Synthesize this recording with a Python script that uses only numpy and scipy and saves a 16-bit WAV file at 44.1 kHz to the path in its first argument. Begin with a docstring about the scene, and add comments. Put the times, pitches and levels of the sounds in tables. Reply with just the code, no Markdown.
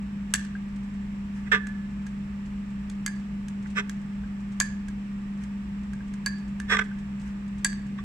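"""Stirring in a glass beaker

A glass rod stirs liquid in a beaker on a laboratory hotplate. Every few turns it clinks on the wall
and bounces; in between it grazes the glass, or sticks and slips over it with a rasp.
The liquid swishes softly and traps a few bubbles.
A machine hums steadily, and ventilation rushes and rumbles in the small, hard room."""
import sys
import numpy as np
from scipy import signal
from scipy.fft import rfft, irfft, next_fast_len
from scipy.io import wavfile
from scipy.ndimage import map_coordinates

SR = 44100
rng = np.random.default_rng(int(sys.argv[2]) if len(sys.argv) > 2 else 0)


def wav_record(signal):
    """Record a signal, one row per channel, as 16-bit PCM in the file named by sys.argv[1]."""
    frames = np.transpose(np.atleast_2d(signal))
    bounded = np.clip(frames, -1, 1)
    # unit amplitude maps onto the largest positive 16-bit level
    quanta = np.round(bounded * 32767).astype(np.int16)
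    wavfile.write(sys.argv[1], SR, quanta)


N = 354563

# the tone colour of glass hitting glass: f/Hz, level/dB
CRACK_COLOUR = [(250, -19.5), (800, -11), (1300, 0.5), (5000, -2.5), (8000, 1), (11000, -18),
                (14500, -19.5), (16000, -29)]
# how the beaker's sound divides between the two sides: f/Hz, left minus right/dB
BALANCE = [(430, 0), (1200, 0), (1550, -8), (2500, -9), (2900, -1), (3300, 7), (4000, 8), (4600, -2),
           (5300, 6), (7800, 5), (8400, 0), (9700, -11), (11600, -9), (13300, -1)]


def amp(db):
    """Turn decibels into a gain."""
    return 10 ** (np.asarray(db) / 20)


def unit(x):
    """Scale a signal to an average power of 1."""
    return x / np.sqrt(np.mean(x ** 2) + 1e-20)


def along(points, hz):
    """Read a curve of (frequency, value) points on a logarithmic frequency axis."""
    f, v = np.transpose(points)
    return np.interp(np.log(hz + 1), np.log(f + 1), v)


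def wobble(rate):
    """A smooth curve through `rate` random values a second."""
    return map_coordinates(rng.standard_normal(int(N * rate / SR) + 4), [np.arange(N) * rate / SR])


def filtered(x, response):
    """Multiply each frequency in x by response(hz)."""
    size = next_fast_len(x.shape[-1] + SR // 4)
    return irfft(rfft(x, size) * response(np.fft.rfftfreq(size, 1 / SR)), size)[..., :x.shape[-1]]


def add(track, s, sound):
    """Mix a stereo sound into the track, starting at s seconds."""
    part = track[:, max(round(s * SR), 0):][:, :sound.shape[1]]
    part += sound[:, :part.shape[1]]


def hum(waver_db=-0.2, drift_rad=.03, lead_rad=0.21):
    """Mains hum and motor tones waver slightly and arrive a little earlier on the left."""
    # the machine's tones: f/Hz, level/dB
    tones = [(100, -62.5), (195, -52.5), (200.05, -33.5), (224, -52), (400.1, -85.5)]
    track, t = np.zeros((2, N)), np.arange(N) / SR
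    lead = np.array([[lead_rad], [-lead_rad]]) / 2
    for hz, db in tones:
        gain = np.sqrt(2) * amp(db + waver_db * wobble(2.7))
        phase = 2 * np.pi * (hz * t + rng.random()) + drift_rad * wobble(28)
        track += gain * np.sin(phase + lead)
    return track


def rumble(level_db=-41.5, apart_db=-21):
    """Long sound waves from the air ducts reach both sides almost alike."""
    # the building's rumble: f/Hz, relative level/dB
    colour = [(12, -32.5), (19, -7), (26, -8), (36, 4.5), (44, -9.5), (54, 5.5), (68, 3), (78, -21.5),
              (88, -13.5), (100, -5), (112, -10), (124, -1), (165, -1), (240, -8.5), (320, -16.5),
              (600, -35), (2000, -120)]
    waves = rng.standard_normal(N) + amp(apart_db) * rng.standard_normal((2, N))
    return amp(level_db) * unit(filtered(waves, lambda hz: amp(along(colour, hz))))


def ventilation(level_db=-52, lead_s=0.00045):
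    """An even rush of air: part comes straight from the left, the rest from all around."""
    # the air's tone colour: f/Hz, left level/dB, right level/dB
    colour = [(161, -25.5, -35), (381, 0.5, -1), (530, -3, -1), (820, 0, -4.5), (870, 3.5, 2),
              (1060, 2, -9.5), (1152, -1.5, 6.5), (1360, -5, -1.5), (1800, -3, 3), (2070, -3.5, -1.5),
              (2596, -5.5, -1.5), (3400, -10.5, -12), (4630, -16, -19.5), (5840, -14.5, -17),
              (6500, -22, -28), (7550, -11, -17.5), (8750, -25.5, -33.5), (9200, -30, -21.5),
              (11400, -34.5, -33), (15500, -33, -34.5)]
    # how alike the two sides are: f/Hz, share of the power that comes straight
    share = [(300, 0.33), (900, 0.057), (2000, 0.19), (4000, 0.1)]
    lead = np.array([[lead_s], [-lead_s]]) / 2
    direct = filtered(rng.standard_normal(N),
                      lambda hz: np.sqrt(along(share, hz)) * np.exp(2j * np.pi * hz * lead))
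    around = filtered(rng.standard_normal((2, N)), lambda hz: np.sqrt(1 - along(share, hz)))
    left = [(hz, db) for hz, db, _ in colour]
    right = [(hz, db) for hz, _, db in colour]
    air = filtered(direct + around, lambda hz: amp([along(left, hz), along(right, hz)]))
    return amp(level_db) * unit(air)


def ring(modes, phase_spread, lag_s, slosh, attack_s):
    """Glass rings at its own tones (modes); each fades by 60 dB in its ring time, t60."""
    t = np.arange(SR // 2) / SR
    hz, db, t60 = np.transpose(modes)[:, :, None]
    strength, skew, swirl = rng.standard_normal((3, len(hz), 1))
    sides = np.array([1, -1])[:, None, None] / 2
    envelope = amp(db + 2 * strength - 60 * t / t60) * (1 - np.exp(-(t / attack_s) ** 2))
    # liquid rising and falling along the wall bends the pitch of each tone
    pitch = hz * (1 + slosh * np.sin(2 * np.pi * (7 * t + swirl)))
    side_shift = sides * (phase_spread * skew - 2 * np.pi * hz * lag_s)
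    phase = 2 * np.pi * np.cumsum(pitch, axis=1) / SR + side_shift
    return np.sum(amp(sides * along(BALANCE, hz)) * envelope * np.sin(phase), axis=1)


def crack(t60, rise_s, dull_db, balance_share=0.33):
    """Countless high, fast-fading tones of the glass merge into one short burst."""
    t = np.arange(SR // 16) / SR
    noise = rng.standard_normal(len(t)) + rng.standard_normal((2, len(t)))
    burst = noise * amp(-60 * t / t60) * (1 - np.exp(-t / rise_s))
    sides = balance_share * np.array([[1], [-1]]) / 2
    dulling = [(8000, 0), (14000, dull_db)]
    return filtered(
        burst, lambda hz: amp(along(CRACK_COLOUR, hz) + along(dulling, hz) + sides * along(BALANCE, hz)))


def contact(treble_db, low_db, mid_db, ring_factor, ring_db=6, crack_db=7, chatter_db=-12):
    """One blow rings the glass; where the rod lands decides which tones are strongest."""
    # the tones of the struck beaker and rod: f/Hz, level/dB, ring time/s
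    glass_modes = [(1088, -7, 0.034), (1617, -8.5, 0.15), (1664, 2.5, 0.09), (1760, -16, 0.43),
                   (2072, -3.5, 0.05), (2356, -7.5, 0.046), (4530, -9, 0.062), (4610, -2, 0.06),
                   (4610, -19, 0.31), (4750, -13.5, 0.15), (5530, -17, 0.0035), (6000, -23, 0.022),
                   (6390, -4.5, 0.026), (7240, -2, 0.013), (7800, -3.5, .01), (7985, -1.5, 0.013),
                   (9760, -3, 0.0094), (11000, -11, 0.0087), (11300, -11.5, 0.0064), (13300, -18, .01),
                   (14500, -23, .01)]
    colour = [(2400, low_db), (3900, mid_db), (4800, mid_db), (6000, treble_db)]
    modes = [(hz, db + along(colour, hz), t60 * ring_factor) for hz, db, t60 in glass_modes]
    glass = amp(ring_db) * ring(modes, phase_spread=0.57, lag_s=0, slosh=0.011, attack_s=0.00079)
    # a light touch skids along the wall, so its crack is softer, duller and longer
    light = np.clip((-36 - treble_db) / 15, 0, 1)
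    burst = crack(t60=0.019 + 0.011 * light, rise_s=0.00055 + 0.0004 * light, dull_db=-8 * light)
    add(glass, 0, amp(treble_db + crack_db) * burst)
    # hard glass bounces and touches again within a few milliseconds
    add(glass, 0.0011 * (1 + rng.random()), amp(chatter_db) * glass)
    return glass


def clinks(scatter=.08, dull_db=-15.5, low_boost_db=2.5):
    """A hard, freely ringing blow, then a duller one as the rod lands again."""
    # the rod strikes the wall: t/s, treble/dB, low tones/dB, middle tones/dB, ring time factor, bounce/s
    blows = [(0.338, -16.5, -32, -38, 0.88, .011), (3.062, -28.5, -38.5, -39, 1.24, .014),
             (4.6007, -18.5, -28.5, -31.5, 0.96, .009), (6.2608, -28, -36, -29.5, 1.11, 0.0071),
             (7.646, -20.5, -34, -27, 1.12, 0.0084)]
    track = np.zeros((2, N))
    for s, treble_db, low_db, mid_db, ring_factor, bounce_s in blows:
        add(track, s, contact(treble_db, low_db, mid_db, ring_factor))
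        landing = contact(treble_db + dull_db, low_db + low_boost_db, mid_db + dull_db, ring_factor=0.52)
        add(track, s + bounce_s * np.exp(scatter * rng.standard_normal()), landing)
    return track


def touches():
    """Light ticks, cut short because the rod stays on the glass."""
    # the rod grazes the wall: t/s, treble/dB, low tones/dB
    grazes = [(0.392, -47.5, -49), (0.4487, -46.5, -47), (1.669, -44, -41), (2.0656, -47.5, -50.5),
              (2.898, -43, -70), (3.483, -42.5, -55), (3.895, -36, -45), (4.8835, -46, -53),
              (5.4362, -50.5, -60), (5.933, -49.5, -47), (6.1375, -48, -60), (6.6, -40, -37),
              (7.728, -45.5, -47)]
    track = np.zeros((2, N))
    for s, treble_db, low_db in grazes:
        add(track, s, contact(treble_db, low_db, mid_db=treble_db - 23, ring_factor=0.43))
    return track


def skitter(count=60, base_db=-55.5, spread_db=6):
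    """At random moments the rod's tip brushes faintly over the wet bottom."""
    track = np.zeros((2, N))
    for when, strength, length in rng.random((count, 3)):
        brush = crack(t60=0.016 + 0.11 * length ** 2, rise_s=0.0026, dull_db=-8.5)
        add(track, when * N / SR, amp(base_db + spread_db * strength) * brush)
    return track


def bubbles(t60=0.04, attack_s=0.00092, glide_per_s=1.5):
    """A trapped bubble rings briefly, its pitch rising as it nears the surface."""
    # small bubbles in the liquid: t/s, starting f/Hz, level/dB
    blips = [(0.552, 1593, -29.5), (4.237, 1570, -40.5), (6.006, 1600, -40), (6.914, 1550, -33.5),
             (7.988, 1126, -33)]
    track, t = np.zeros((2, N)), np.arange(SR // 12) / SR
    for s, hz, db in blips:
        envelope = amp(db - 60 * t / t60) * (1 - np.exp(-t / attack_s))
        blip = envelope * np.sin(2 * np.pi * hz * t * (1 + glide_per_s * t / 2))
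        add(track, s, np.array([blip, blip]))
    return track


def swishes(level_db=-54):
    """The rod pushes a soft wave of liquid round the wall."""
    # waves along the wall: t/s, length/s
    waves = [(1.307, .14), (5.38, .1), (7.206, 0.14)]
    # the tone colour of moving liquid: f/Hz, relative level/dB
    colour = [(700, -31), (1750, 5), (2600, -13.5), (4200, -21), (5800, -14), (10000, -23), (14000, -40)]
    track = np.zeros((2, N))
    for s, length_s in waves:
        size = int(length_s * SR)
        wave = filtered(rng.standard_normal((2, size)), lambda hz: amp(along(colour, hz)))
        add(track, s, amp(level_db) * unit(wave) * np.hanning(size))
    return track


def drags(slip_hz=430, jitter=.25, spread_db=2.5, grit_db=-26, hiss_db=-25, after_db=-10, build_s=0.1):
    """The rod sticks and slips: fast, uneven little blows make the beaker rasp."""
    # drags over the glass: t/s of most pressure, rise/s, fall/s, level/dB, treble bite/dB
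    strokes = [(1.47, 0.015, .02, -45, -2), (1.5185, 0.0034, 0.054, -16.5, -5.5),
               (3.657, .003, .008, -43, -12), (3.791, 0.032, .018, -23.5, -3.5),
               (6.726, 0.035, 0.038, -19.5, 0), (6.7676, .002, 0.0054, -20, -0.5),
               (6.793, 0.011, 0.0069, -19, -2.5), (6.817, 0.016, 0.0098, -27.5, -4),
               (7.991, 0.015, .022, -45.5, 1)]
    # the tones of the beaker and its plate under the pressing rod: f/Hz, level/dB, ring time/s
    pressed_modes = [(432.8, -28, 0.17), (410, -30, 0.15), (984, -20, 0.067), (1197, -10, 0.058),
                     (1367, -17, 0.032), (1580, 1.5, 0.022), (1740, -0.5, 0.02), (1993, -1.5, 0.023),
                     (2334, -14, 0.015), (2524, -2, 0.011), (2800, -18, 0.012), (3370, -4, 0.013),
                     (3570, -3, 0.0076), (4730, -16, 0.0054), (5330, -9, 0.0071), (5900, -13.5, 0.012),
                     (7500, -9.5, 0.0066), (8540, -19.5, 0.0063), (10000, -28.5, 0.007),
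                     (10900, -24, 0.004)]
    # the wall rings on as the rod lets go: f/Hz, level/dB, ring time/s
    released_modes = [(1730, -1, 0.8), (1710, -3, 0.83)]
    track, size = np.zeros((2, N)), SR // 4
    t = (np.arange(size) - size // 2) / SR
    hiss_tilt = [(6000, 4.5), (14000, -17)]
    for s, rise_s, fall_s, db, bite_db in strokes:
        # the pressure swells and eases: a broad top, 15 dB lower at the ends of rise and fall
        pressure = amp(-15 * np.abs(t / np.where(t < 0, rise_s, fall_s)) ** 2.9)
        gap, strength = rng.standard_normal((2, 160))
        slips = np.cumsum(np.exp(jitter * gap)) * SR / slip_hz
        force = np.bincount(slips.astype(int), amp(spread_db * strength), minlength=size)[:size]
        force += amp(grit_db) * rng.standard_normal(size)
        # each drag has its own brightness: some rasps sound duller, others sharper
        bite = [(2400, 0.023), (3300, bite_db)]
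        modes = [(hz, level + along(bite, hz), t60) for hz, level, t60 in pressed_modes]
        body = ring(modes, phase_spread=1.0, lag_s=.0001, slosh=0.0063, attack_s=0.00076)
        rasp = signal.fftconvolve((force * pressure)[None], body, axes=1)
        rasp *= np.sqrt(2 * np.sum(pressure ** 2) / np.sum(rasp ** 2))  # energy follows the pressure
        # the fine roughness of the glass hisses under the rod
        noise = rng.standard_normal((2, size))
        hiss = filtered(noise, lambda hz: amp(along(CRACK_COLOUR, hz) + along(hiss_tilt, hz)))
        add(rasp, 0, amp(hiss_db + bite_db) * pressure * unit(hiss))
        add(track, s + t[0], amp(db) * rasp)
        # the longer the rod eases off, the more ring it leaves in the wall
        after = ring(released_modes, phase_spread=0.85, lag_s=0, slosh=0.011, attack_s=0.0048)
        add(track, s + fall_s / 2, amp(db + after_db) * (fall_s / build_s) ** 2 * after)
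    return track


def room(x, early_db, early_s, tail_db, echoes=14):
    """The bench and nearby things echo at once; the walls add a short, smooth tail."""
    # how long the room rings: f/Hz, time to fade by 60 dB/s
    ring_times = [(300, 0.22), (1700, 0.59), (5000, 0.42), (9000, 0.28), (15000, 0.15)]
    hz, t, noise = signal.stft(rng.standard_normal((2, SR // 2)), SR, nperseg=256)
    fade = amp(-60 * t / along(ring_times, hz)[:, None])
    tail = signal.istft(noise * fade, SR, nperseg=256)[1]
    response = amp(tail_db) * tail / np.linalg.norm(tail[0])
    for side in response:
        delays = (SR * rng.uniform(.003, early_s, echoes)).astype(int)
        side[delays] += amp(early_db) * rng.standard_normal(echoes) / np.sqrt(echoes)
    return signal.fftconvolve(x, response, axes=1)[:, :N]


def scene():
    """The stirring, its echoes and the steady machines."""
    stirring = clinks() + touches() + skitter() + bubbles() + swishes()
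    rasps = drags()
    echoes = room(stirring, early_db=-13.0, early_s=.022, tail_db=-15.0)
    echoes += room(rasps, early_db=-13.5, early_s=.012, tail_db=-23)
    return stirring + rasps + echoes + hum() + rumble() + ventilation()


def record(dry, top_hz=15900):
    """Cut off the very highest treble."""
    return filtered(dry, lambda hz: hz < top_hz)


dry = scene()
out = record(dry)
wav_record(out)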